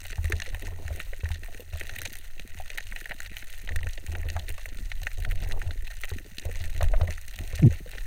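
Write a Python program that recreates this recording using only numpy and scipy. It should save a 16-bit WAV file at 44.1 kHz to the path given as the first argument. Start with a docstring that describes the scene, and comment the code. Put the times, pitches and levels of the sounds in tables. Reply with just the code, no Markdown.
"""Over a reef, a camera in a sealed housing drifts along with a diver.
Snapping shrimp crackle all around as shaped noise bursts coloured by the housing's resonances.
Water heaves, rubs and hisses as coloured noise; jolts of the mount swing two decaying sines.
Small parts knock as short chatters and noise puffs, and near the end something rubbery judders
once in a short falling groan of wavering overtones."""
import sys
import numpy as np
from scipy.fft import rfft, irfft, next_fast_len
from scipy.io import wavfile
from scipy.ndimage import map_coordinates

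SR = 44100
rng = np.random.default_rng(int(sys.argv[2]) if len(sys.argv) > 2 else 0)


def put_to_file(sound):
    """Save the sound as 16-bit audio at rate SR, in the file named by the first command-line argument."""
    columns = np.atleast_2d(sound).T  # one column per channel
    safe = np.clip(columns, -1, 1)
    whole_steps = np.round(safe * 32767)
    wavfile.write(sys.argv[1], SR, whole_steps.astype(np.int16))


N = 355446  # length in samples

# Near shrimp. Each row: time in seconds, peak in dB of the low ring, of the middle ring, of the treble spit.
NEAR_SNAPS = [(0.057, -38, -35, -48), (0.0963, -52, -51, -31), (0.13, -28.5, -35, -56),
              (0.157, -43, -37, -34), (0.2438, -31, -35, -28), (0.255, -29, -38, -31),
              (0.322, -17, -28.5, -24.5), (0.401, -25, -33, -27), (0.42, -24, -26.5, -28.5),
              (0.461, -30.5, -42, -37), (0.546, -26, -33.5, -34), (0.88, -29, -45, -34),
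              (1.0013, -21, -29.5, -33), (1.134, -29.5, -50, -51), (1.256, -29, -53, -52),
              (1.316, -30.5, -32.5, -35), (1.4345, -32, -43, -43), (1.6047, -55, -38, -34),
              (1.802, -37, -49, -31), (1.8123, -22.5, -31.5, -39), (1.869, -35, -35, -34),
              (1.894, -27, -32.5, -32.5), (1.9638, -26, -39, -41), (1.986, -30, -29, -27.5),
              (2.026, -47, -40, -34), (2.056, -30, -28, -27.5), (2.187, -57, -45, -31),
              (2.3966, -30, -32, -35), (2.7016, -28, -30, -31), (2.775, -28.5, -30, -34),
              (2.7823, -22, -31, -32), (2.807, -30.5, -36, -35), (2.9226, -28, -58, -59),
              (2.961, -28, -31, -36), (3.013, -30.5, -45, -36), (3.0573, -25.5, -50, -36),
              (3.0953, -35, -41, -45), (3.1111, -23, -35, -41), (3.118, -22, -34.5, -42),
              (3.2039, -24.5, -37, -25), (3.26, -35, -33.5, -48), (3.368, -28.5, -24, -26.5),
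              (3.425, -31.5, -43, -57), (3.675, -31, -32.5, -49), (3.6911, -23, -34, -38),
              (3.721, -31, -40, -45), (3.76, -23.5, -32, -26.5), (3.79, -30.5, -46, -51),
              (3.831, -29, -34, -37), (3.87, -26.5, -56, -36), (3.933, -50, -59, -31.5),
              (3.976, -32, -31, -42), (4.0647, -39, -35.5, -31.5), (4.152, -27, -32.5, -43),
              (4.231, -31, -54, -46), (4.2867, -40, -30, -35), (4.301, -31, -35, -23.5),
              (4.3659, -36, -35, -34), (4.394, -49, -29, -38), (4.483, -31.5, -31, -42),
              (4.4911, -32, -35, -27.5), (4.502, -33, -33, -33), (4.6573, -24.5, -43, -46),
              (4.9168, -23, -29.5, -38), (5.0323, -32.5, -33, -30), (5.0692, -16.5, -35, -29.5),
              (5.25, -22, -29, -33), (5.3118, -28.5, -34, -33), (5.3193, -28, -39, -39),
              (5.512, -30.5, -34, -39), (5.521, -34, -29, -28), (5.6173, -25.5, -55, -40),
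              (5.7082, -30, -32.5, -56), (6.015, -90, -49, -29.5), (6.036, -21.5, -29, -35),
              (6.045, -28, -31, -34), (6.185, -30.5, -35.5, -36), (6.3834, -35, -23, -29),
              (6.397, -39, -38, -28.5), (6.64, -30.5, -32.5, -31.5), (6.764, -34, -34, -34),
              (6.812, -25, -30, -54), (6.829, -34, -30, -24.5), (6.841, -31, -38, -34),
              (6.885, -37, -37, -36), (6.962, -41, -42, -52), (7.0131, -33, -33, -48),
              (7.078, -30.5, -55, -42), (7.119, -33, -51, -37), (7.18, -32, -51, -38),
              (7.282, -38, -44, -54), (7.389, -29.5, -30.5, -31), (7.982, -28, -36, -50)]
# Far shrimp bed. Each row: time in seconds, level in dB.
FAR_CRACKLE = [(0, -48), (1.7, -51), (2.0, -45), (2.25, -52.5), (2.8, -48.5), (4.4, -52), (6.04, -49.5),
               (6.3, -57.5), (6.42, -49.5), (7.85, -50), (8.06, -49.5)]
# Resonances of the housing. Each row: centre in Hz, width in Hz, level in dB.
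SHELL_RESONANCES = [(1420, 550, -10), (1850, 354, -4), (2697, 600, -6), (4020, 880, -7.5),
                    (6290, 1150, -9.5), (8780, 2000, -14.5), (12400, 1200, -19), (14600, 1600, -16)]
# Jolts of the mount. Each row: time in seconds, strength in dB.
MOUNT_JOLTS = [(0.178, -21), (0.24, -21), (0.327, -20), (0.528, -29), (0.847, -27), (0.902, -24.5),
               (1.23, -20.5), (1.301, -21.5), (1.729, -26), (1.912, -34), (3.701, -29), (3.754, -22.5),
               (3.86, -27), (4.08, -26), (4.178, -30.5), (4.25, -24.5), (4.351, -25), (4.495, -32),
               (5.015, -30), (5.455, -27), (5.657, -24.5), (6.112, -25), (6.451, -24), (6.6, -26),
               (6.818, -16.5), (6.86, -24), (7.009, -15), (7.081, -25), (7.39, -29), (7.528, -24),
               (7.59, -20), (7.689, -21)]
# Wobble, then slow swing of the mount. Each row: pitch in Hz, 60 dB decay in seconds, level in dB over the jolt.
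MOUNT_MODES = [(80.7, 0.19, 3.5), (33.7, 0.25, -4.5)]
# Loose parts. Each row: time in seconds, strength in dB, centre in Hz, upper ring in dB over the strength.
PART_KNOCKS = [(0.302, -29.5, 380, -11), (0.48, -40, 510, -25), (0.726, -42.5, 408, -5),
               (1.131, -36.5, 510, -11), (1.486, -41, 680, -11), (1.598, -38, 490, -31),
               (1.756, -40.5, 620, -3), (2.602, -32, 720, -29), (3.114, -35, 685, -21),
               (4.126, -42, 670, -4), (4.366, -26.5, 745, -1.5), (4.582, -42.5, 636, 5),
               (6.454, -34.5, 594, -22), (6.492, -33, 500, -32), (6.8095, -25, 630, -7.5),
               (6.825, -27, 616, -5), (6.938, -22, 636, -5.5), (6.999, -39, 604, -6), (7.012, -28, 654, -4),
               (7.034, -31, 530, -16), (7.719, -38, 523, -24), (7.862, -38, 516, -19)]
# Low slaps of water on the wall. Each row: start in seconds, peak in dB.
WATER_THUDS = [(1.425, -44), (1.594, -46), (2.078, -42), (2.115, -43), (2.39, -43.5), (2.449, -39.5),
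               (2.548, -43), (3.017, -42.5), (3.103, -41), (3.313, -44), (3.64, -44), (4.04, -41),
               (4.491, -43), (4.721, -41), (4.804, -40), (5.828, -46), (6.159, -34.5), (6.38, -39),
               (6.911, -45), (7.405, -34), (7.804, -37.5)]
# Groan. Each entry: mean level in dB of one multiple of the pitch, from the first up.
GROAN_OVERTONES = [8, -6.5, -16, -28, -32]
# The diver moves and water rubs past. Each row: time of full flow in seconds, hold in seconds, flow level in dB.
DIVER_MOVES = [(0.123, 0.45, -61.5), (0.629, 0.37, -55.5), (1.725, 0.38, -63), (3.682, 0.19, -54.5),
               (4.093, 0.35, -55), (5.183, 0.516, -52), (6.453, 0.26, -56.5), (6.752, 0.36, -51),
               (7.388, 0.37, -59.5)]
# Slow pressure heave. Each row: time in seconds, level in dB.
HEAVE_LEVEL = [(0, -37.5), (.3, -31.5), (1.64, -41), (2.2, -39.5), (3.55, -37.5), (3.88, -24), (4.0, -31.5),
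               (4.5, -29), (5.52, -27), (6.33, -43), (6.84, -20.5), (7.05, -32), (7.25, -35), (8.06, -32)]
# Colour of the heave. Each row: frequency in Hz, relative level in dB per Hz.
HEAVE_COLOUR = [(4, -14), (12, -5.5), (24, -10), (36, -11.5), (55, -31), (75, -26), (110, -39), (160, -120)]
# Colour of the rub along the housing. Each row: frequency in Hz, relative level in dB per Hz.
RUB_COLOUR = [(82, -83), (140, 4), (193, 2), (284, -13), (355, -2), (502, -13), (656, 0.5), (1100, -25.5),
              (1430, -55), (2420, -120)]
# Colour of the steady sea noise outside the housing. Each row: frequency in Hz, relative level in dB per Hz.
HISS_COLOUR = [(90, -37), (140, -13), (300, -10), (600, 0.5), (1000, 2), (1500, 5), (4000, -1), (16000, 10)]

RIPPLE_DB = 1.5  # each snap comes by its own paths, which dent its colour
TREBLE_LAG_S = .001  # the bubble swells first, then collapses with the spit
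CLUSTER_DB, CLUSTER_RATE = 3, 12  # the colony swells and thins: typical depth, changes a second
# The knock that a jolt shakes loose: mean level over the jolt, middle pitch, upper ring, delay
RATTLE_DB, RATTLE_HZ, RATTLE_RING_DB, RATTLE_LAG_S = -17.5, 630, -5.5, 0.00512
KNOCK_CYCLES, KNOCK_PUFF_DB = 6.5, -10  # chatter length; noise puff over the knock's strength
THUD_HZ, THUD_T60_S = 182, 0.0087
GROAN_S, GROAN_GAIN_DB = 7.612, -21  # start; gain over the overtones
GROAN_FROM_HZ, GROAN_TO_HZ, GROAN_SAG_S = 265, 105.2, .02  # the pitch sags from one towards the other
GROAN_RISE_S, GROAN_HOLD_S, GROAN_FALL_S = 0.029, 0.0365, 0.013
GROAN_BODY_HZ, GROAN_BODY_DB = 304, 5.5  # a resonance that lifts the overtones near it
GROAN_SLIP = 20  # slip of each overtone against the one below (radians a second)
MOVE_RISE_S, MOVE_FALL_S, STILL_DB = 0.013, 0.041, -72.5  # flow swells and dies; rub between moves
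SWAY_DB, SWAY_STILL_DB = 10, -51.5  # wobble of the mount over the flow; wobble between moves
TICK_DB, TICK_HZ, TICK_T60_S = -1, 487, 0.012  # ticks the flow shakes loose: level over it, middle pitch
DRIFT_DB, DRIFT_HZ = -38, 10.5  # very slow pressure drift that never rests: level, upper edge
HISS_DB = -60
CEILING, TOP_HZ = .52, 15900  # largest swing kept; band limit of the camera


def shrimp(count=2400):
    """Near snaps stand out; many far ones crackle behind them at scattered sizes and colours."""
    when, size, low, middle, treble = rng.random((count, 5)).T
    size_db = -4.2 * np.log(1 - .985 * size)  # mostly small, a few large
    far = snaps(when * (N - 1) / SR, size_db + 17 * low, size_db - 3.5 + 18 * middle,
                size_db + 0.5 + 18 * treble)
    clustered = unit(far * amp(CLUSTER_DB * wobble(CLUSTER_RATE)))
    s, *levels_db = np.transpose(NEAR_SNAPS)
    near = snaps(s - .0012, *levels_db)
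    return near + amp(curves(FAR_CRACKLE)[0]) * clustered


def snaps(s, low_db, middle_db, treble_db, size=1024):
    """A collapsing claw bubble thuds, rings the housing's resonances and spits treble of changing colour."""
    hz = np.fft.rfftfreq(size, 1 / SR)
    spread = rng.random((len(s), 7)).T
    path_s = 0.000288 + 0.001222 * spread[4][:, None]
    ripple = RIPPLE_DB * np.cos(2 * np.pi * (hz * path_s + spread[5][:, None]))
    colour = shell(hz) + ripple
    stretch = .5 * 3.56 ** spread[6][:, None]  # some snaps die faster than others

    def part(centre_hz, octaves, t60, peak_db, tail_db):
        return bursts(colour + bump(hz, centre_hz, octaves), t60 * stretch, peak_db,
                      size=size, tail_db=tail_db)

    thud = part(450 * 2.26 ** spread[0], 0.51, 0.0072, low_db - 21.5 + 9 * spread[1], -11.5)
    low = part(1760 * 1.138 ** spread[1], 0.41, 0.0038, low_db, -25.5)
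    middle = part(2500 * 1.574 ** spread[2], 0.49, 0.006, middle_db, -18)
    treble = part(5500 * 2.87 ** spread[3], 0.83, 0.0037, treble_db, -25)
    return place(thud + low, s) + place(middle + treble, s + TREBLE_LAG_S)


def shell(hz):
    """Level in dB the housing passes: resonances over a stiff wall, a notch, and a leak in the bass."""
    power = sum(amp(2 * db) / (1 + (2 * (hz - centre) / width) ** 2) ** 1.37
                for centre, width, db in SHELL_RESONANCES)
    notch = 1 - 0.97 / (1 + ((hz - 1680) / 60) ** 2)
    stiff_wall = 1 / (1 + (1300 / (hz + 1)) ** 6)
    bass_leak = amp(-14.5) / (1 + (hz / 800) ** 8)
    return 10 * np.log10(power * notch * stiff_wall + bass_leak)


def jolts():
    """Each jolt starts the wobble and the slow swing, in opposite directions, through a soft contact."""
    s, db = np.transpose(MOUNT_JOLTS)
    t = np.arange(SR // 3) / SR
    contact = (1 - np.exp(-t / 0.0043)) ** 2
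    rows = 0
    for k, (hz, t60, mode_db) in enumerate(MOUNT_MODES):
        # The slow swing scatters more in pitch than the wobble
        pitch = hz * (1 + .03 * (1 + 3 * k) * rng.standard_normal((len(s), 1)))
        decay = amp(db[:, None] + mode_db - 60 * t / t60)
        rows = rows + (-1) ** k * decay * np.sin(2 * np.pi * pitch * t) * contact
    return place(rows, s + 0.0025)


def knocks(count=130, size=4096):
    """Loose parts chatter, puff and ring near 1.3 kHz; water thuds low on the wall and slaps at random."""
    hz = np.fft.rfftfreq(size, 1 / SR)
    # Every jolt but the last shakes a knock loose
    scatter = rng.standard_normal((len(MOUNT_JOLTS), 2))
    shaken = [(s + RATTLE_LAG_S, db + RATTLE_DB + 3.0 * a, RATTLE_HZ * 2 ** (0.26 * b), RATTLE_RING_DB)
              for (s, db), (a, b) in zip(MOUNT_JOLTS[:-1], scatter)]
    s, db, centre_hz, ring_db = np.transpose(PART_KNOCKS + shaken)
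    puff = bursts(bump(hz, centre_hz, octaves=0.22), 0.014, db + KNOCK_PUFF_DB,
                  size=size, tail_db=3, swell_share=0.13)
    body = puff + chatter(centre_hz, db, ring_db, size=size)
    ring = bursts(bump(hz, np.full(len(s), 1280.), octaves=0.71), 0.0079, db + ring_db,
                  size=size, tail_db=-11, swell_share=0.11)
    when, loud, pitch = rng.random((count, 3)).T
    slaps = bursts(bump(hz, 150 * 3.5 ** pitch, octaves=0.73), 0.013, -56 + 14 * loud,
                   size=size, tail_db=-17.0)
    thud_s, thud_db = np.transpose(WATER_THUDS)
    thuds = bursts(bump(hz, np.full(len(thud_s), THUD_HZ), octaves=0.85), THUD_T60_S, thud_db,
                   size=size, tail_db=-22)
    return place(body + ring, s - .002) + place(thuds, thud_s) + place(slaps, when * (N - 1) / SR)


def chatter(hz, db, octave_db, size):
    """A few peaky cycles: a tone and its octave that swell fast and stop."""
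    cycles = np.arange(size) / SR * hz[:, None]
    life = np.clip(cycles / KNOCK_CYCLES, 0, 1)
    octave_gain = amp(np.minimum(octave_db, 0) - 8.5)[:, None]
    wave = np.cos(2 * np.pi * cycles) + octave_gain * np.cos(4 * np.pi * cycles)
    return amp(db)[:, None] * np.sin(np.pi * life ** 0.44) ** 2 * wave


def groan():
    """A stick-slip judder that slows down: a falling tone whose overtones waver in strength and alignment."""
    t = np.maximum(np.arange(N) / SR - GROAN_S, 0)
    hz = GROAN_TO_HZ + (GROAN_FROM_HZ - GROAN_TO_HZ) * np.exp(-t / GROAN_SAG_S)
    phase = 2 * np.pi * np.cumsum((t > 0) * hz * (1 + 0.062 * wobble(110))) / SR
    tone = 0
    for k, level_db in enumerate(GROAN_OVERTONES):
        # Higher overtones waver more
        waver_db = (1.0 + 2 * k) * wobble(120)
        body_db = GROAN_BODY_DB / (1 + (((k + 1) * hz - GROAN_BODY_HZ) / 60) ** 2)
        slip = k * (GROAN_SLIP * (t - .055) + .45 * wobble(70))
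        tone = tone + amp(level_db + waver_db + body_db) * np.cos((k + 1) * phase + slip)
    envelope = swell(GROAN_S, GROAN_RISE_S, GROAN_HOLD_S, GROAN_FALL_S)
    return amp(GROAN_GAIN_DB) * np.sqrt(2) * tone * envelope


def water():
    """Slow pressure heave, flow that keeps the mount wobbling and rubs along the housing, and steady hiss."""
    flow = sum(amp(db) * swell(s - MOVE_RISE_S, MOVE_RISE_S, hold_s, MOVE_FALL_S)
               for s, hold_s, db in DIVER_MOVES)
    heave = amp(curves(HEAVE_LEVEL)[0]) * noise(lambda f: along(HEAVE_COLOUR, f), lumpy_db=3.0, rate=10)
    drift = unit(filtered(rng.standard_normal(N), lambda f: f / (1 + (f / DRIFT_HZ) ** 4)))
    swaying = (amp(SWAY_DB) * flow + amp(SWAY_STILL_DB)) * sway()
    rub = (0.83 * flow + amp(STILL_DB)) * noise(lambda f: along(RUB_COLOUR, f), lumpy_db=4.5, rate=45)
    ticking = amp(TICK_DB) * flow * ticks()
    hiss = noise(lambda f: along(HISS_COLOUR, f) + shell(f), lumpy_db=2.2, rate=20)
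    return heave + amp(DRIFT_DB) * drift + swaying + rub + ticking + amp(HISS_DB) * hiss


def sway():
    """The wobble of the mount, kept going by uneven random pushes on its resonance, at rms 1."""
    hz, t60, _ = MOUNT_MODES[0]
    width = np.log(1000) / np.pi / t60  # bandwidth in Hz that gives this decay
    push = rng.standard_normal(N) * amp(2.9 * wobble(8.1))
    return unit(filtered(push, lambda f: f * width / (hz * hz - f * f + 1j * f * width)
                         / (1 + (f / 130) ** 4)))


def ticks(count=420, size=1024):
    """Short dull, broad ticks at scattered times, sizes and colours, at rms 1."""
    when, pitch, loud = rng.random((count, 3)).T
    centre_hz = TICK_HZ * 2 ** (1.1 * (pitch - .5))
    colour = bump(np.fft.rfftfreq(size, 1 / SR), centre_hz, octaves=0.65)
    rows = bursts(colour, TICK_T60_S, 16 * loud, size=size, tail_db=-14.5, swell_share=0.077)
    return unit(place(rows, when * (N - 1) / SR))


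def amp(db):
    """Gain of a level in dB."""
    return 10 ** (np.asarray(db) / 20)


def unit(x):
    """x at rms 1."""
    return x / np.sqrt(np.mean(x ** 2) + 1e-20)


def along(points, hz):
    """Read (Hz, value) points on a log frequency axis."""
    f, v = np.transpose(points)
    return np.interp(np.log(hz + 1), np.log(f + 1), v)


def curves(rows):
    """One value per sample for each column after the time."""
    s, *cols = np.transpose(rows)
    return [np.interp(np.arange(N) / SR, s, c) for c in cols]


def wobble(rate):
    """A smooth random curve, rate knots a second."""
    knots = rng.standard_normal(int(N * rate / SR) + 4)
    return map_coordinates(knots, [np.arange(N) * rate / SR])


def swell(start_s, rise_s, hold_s, fall_s):
    """Gain that rises to 1, holds and falls back to 0."""
    t = np.arange(N) / SR - start_s
    return np.clip(np.minimum(t / rise_s, (rise_s + hold_s + fall_s - t) / fall_s), 0, 1) ** 2


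def filtered(x, response):
    """x shaped by a response of frequency."""
    m = next_fast_len(N + SR // 2)
    return irfft(rfft(x, m) * response(np.fft.rfftfreq(m, 1 / SR)), m)[..., :N]


def noise(colour_db, lumpy_db, rate):
    """Coloured noise of rms 1 whose level moves in lumps."""
    white = rng.standard_normal(N) * amp(lumpy_db * wobble(rate))
    return unit(filtered(white, lambda hz: amp(colour_db(hz))))


def bump(hz, centre_hz, octaves):
    """A bell in dB around each centre, 6 dB down at the given octaves to either side."""
    return np.maximum(-6 * (np.log2((hz + 1) / np.asarray(centre_hz)[:, None]) / octaves) ** 2, -50)


def bursts(colour_db, t60, peak_db, size, tail_db, swell_share=0.16):
    """One coloured noise puff a row, at its own peak: quick swell, decay, longer scattered tail."""
    t = np.arange(size) / SR
    rise = (1 - np.exp(-t / (swell_share * t60))) ** 2
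    decay = amp(-60 * t / t60) + amp(tail_db - 60 * t / (6 * t60))
    puff = rng.standard_normal((len(peak_db), size)) * rise * decay
    # Fold the cepstrum forward so that the colour rings only after the puff
    cepstrum = irfft(np.log(amp(colour_db) + 1e-6), size)
    cepstrum[:, 1:size // 2] *= 2
    cepstrum[:, size // 2 + 1:] = 0
    fade = np.cos(np.pi / 2 * t / t[-1])
    rows = irfft(rfft(puff) * np.exp(rfft(cepstrum)), size) * fade
    return rows * (amp(peak_db) / np.abs(rows).max(1))[:, None]


def place(rows, s):
    """Sum the rows into the scene, each from its time."""
    at = np.round(np.asarray(s) * SR).astype(int)[:, None] + np.arange(rows.shape[1])
    return np.bincount(at.ravel(), rows.ravel(), N + SR)[:N]


def scene():
    """Everything reaches one microphone inside the housing."""
    return (shrimp() + water() + jolts() + knocks() + groan())[None]


def record(dry):
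    """The loudest swings are rounded off, and the camera keeps nothing above its band limit."""
    rounded = dry / (1 + np.abs(dry / CEILING) ** 6) ** (1 / 6)
    return filtered(rounded, lambda hz: hz < TOP_HZ)


dry = scene()
out = record(dry)
put_to_file(out)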